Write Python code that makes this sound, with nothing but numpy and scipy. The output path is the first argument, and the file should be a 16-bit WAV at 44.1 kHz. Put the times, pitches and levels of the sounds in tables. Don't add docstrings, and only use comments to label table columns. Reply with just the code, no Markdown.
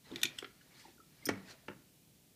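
import sys
import numpy as np
from scipy import signal
from scipy.fft import rfft, irfft
from scipy.io import wavfile
from scipy.ndimage import uniform_filter1d

SR = 44100
rng = np.random.default_rng(int(sys.argv[2]) if len(sys.argv) > 2 else 0)


def boost(x):
    u = np.asarray(x, float) / 20
    return 10 ** u


def persist_wave(psi):
    counts = np.round(np.clip(psi, -1, 1) * 32767).astype(np.int16)
    wavfile.write(sys.argv[1], SR, np.atleast_2d(counts).T)


N = 103635

# (frequency [Hz], level [dB], decay time t60 [s])
LATCH_MODES = [(734, -24.5, 0.03), (1447, -12, 0.031), (1906, -6.5, 0.0273), (2386, -2, 0.03),
               (3084, 0, 0.02), (3610, 12.5, 0.011), (4197, -3.5, 0.02), (5780, -6, 0.018),
               (6080, -13.5, 0.021), (6655, -8.5, 0.02), (7980, -14, 0.025), (9800, -19.5, 0.024),
               (11550, -7.5, 0.0073), (12460, -16.5, 0.02)]
TONGUE_MODES = [(2400, 7.5, 0.025), (3400, 12, 0.019), (4310, 12, 0.018), (4800, -2, 0.014),
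                (6760, 6, 0.014), (8250, -14, .01), (11100, -17, .008)]
BUTTON_MODES = [(1500, -5, 0.017), (1925, -4.5, 0.019), (3304, 10.5, 0.014), (3350, -11, 0.084),
                (4330, -6, 0.014), (5180, -2.5, 0.014), (5750, -6, 0.01), (7260, -8, .008),
                (8060, 2, 0.012), (8800, -18, 0.0049), (11100, -13.5, 0.006)]
HOUSING_MODES = [(900, -16, 0.014), (1384, 3.5, 0.015), (2020, 4.5, 0.015), (2400, -4, 0.022),
                 (3250, 1, 0.0217), (4100, -8, 0.011), (5200, -14.5, 0.012)]
SHELL_MODES = [(126, -20, 0.16), (191, -19, 0.13), (264, 1, 0.18), (336.6, 10, 0.11), (401, 10, 0.054),
               (520, -12, 0.043), (768, -15, 0.09)]
BODY_MODES = [(101, -17.5, 0.21), (193.2, -6, 0.13), (288, 1, 0.065), (405, 1, 0.04), (533, 2, 0.028),
              (856, -6, 0.058), (1340, 2.5, 0.024), (1850, 2, 0.016), (2220, 2.5, 0.021), (1070, -6, 0.025),
              (3110, -8.5, 0.015), (4470, -12, 0.0095), (5560, -13.5, 0.011), (12500, -39, .006)]
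TIP_MODES = [(120, -14, .2), (197, -12, .08), (271, -5.5, 0.077), (350, -1.5, 0.058), (527, -1.5, 0.037),
             (887, -11.5, 0.053), (1070, -2, 0.028), (1423, 1, 0.031), (1792, 1.5, .016),
             (2307, -12.5, 0.048), (2810, 0, 0.013), (3130, -16, 0.014), (3850, -21.5, 0.023),
             (6100, -26.5, .01)]
HOOK_MODES = [(4900, 4, 0.019), (5200, -1.5, 0.08), (6720, -3.5, 0.02), (8446, -16, .05),
              (9030, 2.5, 0.043), (10240, -11, .04), (11010, -7.5, 0.04), (11840, -12, 0.031),
              (13600, -14, .04), (13880, -3, 0.058)]
HOOK_BOUNCE_MODES = [(5259, -4.5, 0.086), (5616, 4.5, 0.034), (6090, -2, 0.03), (10940, -15, 0.023)]

# (time [s], peak level [dB], contact time [s], brightness [dB per octave])
LATCH_BLOWS = [
    (.116, -49, 0.0011, -3),
    (.1585, -29.5, 0.0014, -1.5),
    (.180, -43, 0.0047, -8.5),
    (.2148, -36.5, 0.0029, 3.5),
    (.227, -45, 0.0022, -9),
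    (.2313, -16, 0.0024, 5),
    (.2335, -20.5, 0.0017, -5.5),
    (.237, -39.5, 0.0019, -17),
]
TONGUE_BLOWS = [
    (.2535, -23, 0.0015, 0.5),
    (.2572, -35.5, 0.0014, 0),
    (.262, -39.5, 0.001, -15),
    (.270, -42.5, 0.0068, -4),
    (.287, -44, .002, -9),
]
BUTTON_BLOWS = [
    (.380, -46.5, 0.0046, 0),
    (.3858, -33.5, 0.00081, 2.9),
    (.3875, -31.5, 0.0013, 0),
]
HOUSING_BLOWS = [
    (.136, -52, 0.0027, 11),
    (.4235, -42, 0.0018, 7),
    (.426, -41.5, 0.00064, -11),
    (.444, -35, 0.002, 4.5),
    (.447, -40.5, 0.0012, 0),
    (.459, -57, 0.0018, 0),
    (1.2668, -40, 0.0017, 2),
]
SHELL_BLOWS = [(.113, -40, 0.0046, -12.5), (.136, -46.5, 0.011, -2), (.158, -41, 0.0028, -18.5),
               (.243, -40, 0.0061, -13.5), (.4255, -39.5, 0.0041, 14.5), (.447, -47.5, 0.0021, 9),
               (.856, -54, 0.0032, 6), (.880, -55.5, 0.0019, 23), (.959, -55.5, 0.0032, -20),
               (.990, -58, 0.0024, 6), (1.267, -37.5, 0.0053, -17), (1.306, -46.5, 0.0071, -6),
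               (1.37, -56, 0.0077, -15), (1.785, -54.5, 0.0051, -18)]
BODY_BLOWS = [
    (1.2882, -23, 0.00088, 5.5),
    (1.2908, -23, 0.00088, -3),
    (1.2935, -28.5, 0.0015, 1),
    (1.303, -32, 0.002, 0),
    (1.312, -35, 0.0035, -5),
    (1.320, -39, 0.0039, -2),
    (1.335, -44, 0.0022, 4),
    (1.355, -47.5, 0.0027, 3.5),
    (1.375, -47.5, 0.0028, 4),
]
TIP_BLOWS = [
    (1.6824, -34, 0.0012, 3.5),
    (1.6855, -35.5, 0.00091, -1),
    (1.692, -44, 0.0012, -5),
    (1.698, -40, 0.0031, -2),
    (1.707, -48.5, 0.0026, 1),
    (1.7145, -45.5, .002, -2),
    (1.73, -51.5, 0.0033, -1),
]
HOOK_BLOWS = [
    (1.2545, -28, 0.00045, 0),
    (1.258, -33, 0.00063, 2),
]
HOOK_BOUNCES = [
    (1.2605, -31.5, 0.0011, 0),
    (1.2645, -42, 0.00087, 0),
    (1.289, -42, 0.00079, 0),
]
# (time [s],
# peak level [dB], frequency [Hz], decay time t60 [s])
LONE_MODES = [(.236, -41, 2400, 0.28), (.8515, -51, 880, 0.02), (1, -53, 1300, 0.041),
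              (1.222, -56, 2080, 0.071), (1.36, -46.5, 190, 0.2), (1.289, -35.5, 696, .04),
              (0.608, -63, 1670, 0.04), (.610, -65, 1480, .03), (.612, -65, 2960, .03),
                  (.838, -62, 1000, .03), (.979, -60, 1420, 0.02), (.055, -66, 4180, .15),
                  (.08, -65, 3900, .12), (.055, -65, 2010, .08), (.755, -63, 2250, .08),
                  (.79, -62, 2050, .05), (1.485, -63, 4300, .04), (1.455, -62, 2500, .05),
                  (1.55, -61, 640, .05), (1.635, -63, 660, .04), (.715, -65, 2200, .08),
                  (1.255, -52, 2400, .008), (.217, -50, 6300, .012)]

# (time [s], level [dB], brightness [dB per octave])
DRAG_STROKES = [(0, -100, 6), (.05, -65, -3.5), (.11, -60, -6), (.2, -58, -3.5), (.32, -62.5, -4),
                (.38, -60.5, -3.5), (.52, -74, -1.5), (.69, -70, -3.5), (.74, -64.5, -4), (.80, -59.5, -1),
                (.9, -67, -2.5), (1.0, -82, 3), (1.3, -60.5, -7), (1.44, -67, -5), (1.512, -52, -2),
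                (1.56, -70.5, -6.5), (1.62, -71, -3), (2.35, -101, 7)]
# (frequency [Hz], density [dB per Hz])
WEAVE_SPECTRUM = [(290, -10), (500, -11.5), (1990, -8), (2940, -5.5), (5000, -4.5), (8000, -10),
                  (11000, -15), (14000, -21)]
# (frequency [Hz], width [Hz], level [dB])
RIB_RESONANCES = [(1850, 430, -10.5), (2290, 97, -15.5), (4160, 600, -17.5)]
# (frequency [Hz], decay time t60 [s])
ROOM_DECAY = [(100, 0.58), (400, 0.3), (1500, 0.39), (4000, 0.18), (9000, 0.15), (15000, 0.056)]
# (frequency [Hz], density [dB per Hz])
HISS_SPECTRUM = [(35, -30), (60, -15.5), (138, -7), (1270, -35), (2420, -25), (15000, -26)]
# (frequency [Hz], width [Hz], level [dB])
DRONE_BANDS = [(144.5, 27, -72.5), (243, 110, -74.5), (54, 13, -76.5)]
# (frequency [Hz], gain [dB])
MIC_RESPONSE = [(20, -14), (90, -2), (200, 0), (15200, 0), (15450, -28), (16400, -31), (16500, -90)]

SPLIT, HOOK_SPLIT, BOUNCE_SPLIT = 0.0279, 0.0034, 0.011
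CRACK_DB, METAL_CRACK_DB, CRACK_S = -6, -13.5, 0.0032
RATTLE_DB, RATTLE_S, RATTLE_GRAIN_DB = -28.5, 0.022, 3.5
HOOK_LANDS_S, MUFFLE_DB = 1.268, -16
TAP_RISE_S = 0.0051
GRAINS_PER_S, GRAIN_SPREAD_DB = 2500, 0.5
SMOOTH, PATCHY_DB = 2.5, 2.5
ROOM_DB, ECHO_S, STIR_PER_S = -14, 0.004, 30
HISS_DB = -66.5


def evened(x):
    return x / np.sqrt(np.mean(x ** 2) + 1e-20)


def read(points, hz):
    f, value = np.transpose(points)
    return np.interp(np.log(hz + 1), np.log(f + 1), value)


def filtered(x, points):
    gain = boost(read(points, np.fft.rfftfreq(x.shape[-1], 1 / SR)))
    return irfft(rfft(x) * gain, x.shape[-1])


def coloured(x, points):
    return evened(filtered(x, points))


def resonate(x, hz, width):
    r = np.exp(-np.pi * width / SR)
    return signal.lfilter([1 - r, 0, r - 1], [1, -2 * r * np.cos(2 * np.pi * hz / SR), r * r], x)


def blows(hits, modes, split=SPLIT, crack_db=CRACK_DB):
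    out, t = np.zeros(N), np.arange(SR // 5) / SR
    hz, db, t60 = np.repeat(np.transpose(modes), 3, axis=1)[:, :, None]
    order = np.argsort(hz[:, 0])
    centre = np.exp(np.log(hz).mean())
    rough = rng.standard_normal((len(hits), len(t)))
    draws = rng.uniform(-1, 1, (30, 2, 60, 1))[:, :, :len(hz)]
    for (s, peak_db, contact, tilt_db), grit, (detune, phase) in zip(hits, rough, draws):
        rise = np.sin(np.pi / 2 * np.minimum(t / contact, 1)) ** 2
        lean_db = db + tilt_db * np.log2(hz / centre)
        partials = np.sin(2 * np.pi * hz * (1 + split * detune) * t + np.pi * phase)
        ringing = rise * (boost(lean_db - 60 * t / t60) * partials).sum(0)
        ringing /= abs(ringing).max()

        peaks = zip(hz[order, 0], lean_db[order, 0])
        crack = coloured(grit, [(hz.min() / 2, -50), *peaks, (hz.max() * 2, -50)])
        clumps = evened(uniform_filter1d(grit[::-1], size=90))
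        rattle = boost(RATTLE_DB + RATTLE_GRAIN_DB * clumps) * np.exp(-t / RATTLE_S)
        snap = boost(crack_db) * np.exp(-t / CRACK_S)
        sound = ringing + crack * rise * (snap + rattle)
        part = out[round(s * SR):][:len(t)]
        part += boost(peak_db) * sound[:len(part)]
    return out


def latch():
    snap = blows(LATCH_BLOWS, LATCH_MODES) + blows(TONGUE_BLOWS, TONGUE_MODES)
    return snap + blows(BUTTON_BLOWS, BUTTON_MODES)


def housing():
    return blows(HOUSING_BLOWS, HOUSING_MODES)


def seat_shell():
    return blows(SHELL_BLOWS, SHELL_MODES)


def landing():
    return blows(BODY_BLOWS, BODY_MODES) + blows(TIP_BLOWS, TIP_MODES)


def hook():
    t = np.arange(N) / SR
    muffled = boost(MUFFLE_DB * np.clip((t - HOOK_LANDS_S) * 300, 0, 1))
    steel = blows(HOOK_BLOWS, HOOK_MODES, HOOK_SPLIT, METAL_CRACK_DB) * muffled
    return steel + blows(HOOK_BOUNCES, HOOK_BOUNCE_MODES, BOUNCE_SPLIT, METAL_CRACK_DB)


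def lone_modes():
    touches = LONE_MODES
    return sum(blows([(s, db, TAP_RISE_S, 0)], [(hz, 0, t60)]) for s, db, hz, t60 in touches)


def drag():
    s, db, tilt_db = np.transpose(DRAG_STROKES)
    strength = boost(GRAIN_SPREAD_DB * np.minimum(rng.exponential(1, N), 4))
    slips = strength * (rng.random(N) < GRAINS_PER_S / SR) * rng.standard_normal(N)
    weave = coloured(evened(slips) + SMOOTH * rng.standard_normal(N), WEAVE_SPECTRUM)
    ribs = sum(boost(d) * resonate(weave, f, w) for f, w, d in RIB_RESONANCES)
    weave = evened(weave + 3 * ribs)

    hz, t, z = signal.stft(weave, SR, nperseg=256)
    octaves = np.log2(np.maximum(hz, 300) / 2500)[:, None]
    z = z * boost(np.interp(t, s, db) + np.interp(t, s, tilt_db) * octaves)
    patches = uniform_filter1d(rng.standard_normal(z.T.shape), size=6, axis=0)
    patches = uniform_filter1d(patches, size=2, axis=1).T
    return signal.istft(z * boost(PATCHY_DB * evened(patches)), SR, nperseg=256)[1][:N]


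def room(x):
    taps, at = np.zeros((2, SR // 2)), np.arange(0, SR // 2 - 20, 20)
    places = at + rng.integers(0, 20, (2, len(at)))
    np.put_along_axis(taps, places, rng.choice([-1., 1.], (2, len(at))), axis=1)
    hz, t, z = signal.stft(taps, SR, nperseg=256)
    decay = boost(-60 * t / read(ROOM_DECAY, hz)[:, None])
    tail = signal.istft(z * decay, SR, nperseg=256)[1]
    tail = np.pad(tail, ((0, 0), (round(ECHO_S * SR), 0))) / np.linalg.norm(tail[0])
    one, two = signal.fftconvolve(x[None], tail, axes=1)[:, :N]
    wander = evened(uniform_filter1d(rng.standard_normal(N), size=500))
    turn = 2 * np.pi * STIR_PER_S * np.cumsum(wander) / SR
    return np.cos(turn) * one + np.sin(turn) * two


def background():
    drone = sum(boost(d) * evened(resonate(rng.standard_normal(N), f, w)) for f, w, d in DRONE_BANDS)
    return boost(HISS_DB) * coloured(rng.standard_normal(N), HISS_SPECTRUM) + drone


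def scene():
    near = drag() + hook() + latch() + housing() + seat_shell() + landing() + lone_modes()
    return (near + boost(ROOM_DB) * room(near) + background())[None]


def roll_off(x):
    return signal.sosfilt(signal.butter(12, 16420, fs=SR, output="sos"), x)


def record(dry):
    heard = filtered(dry, MIC_RESPONSE)
    return roll_off(heard)


dry = scene()
out = record(dry)
persist_wave(out)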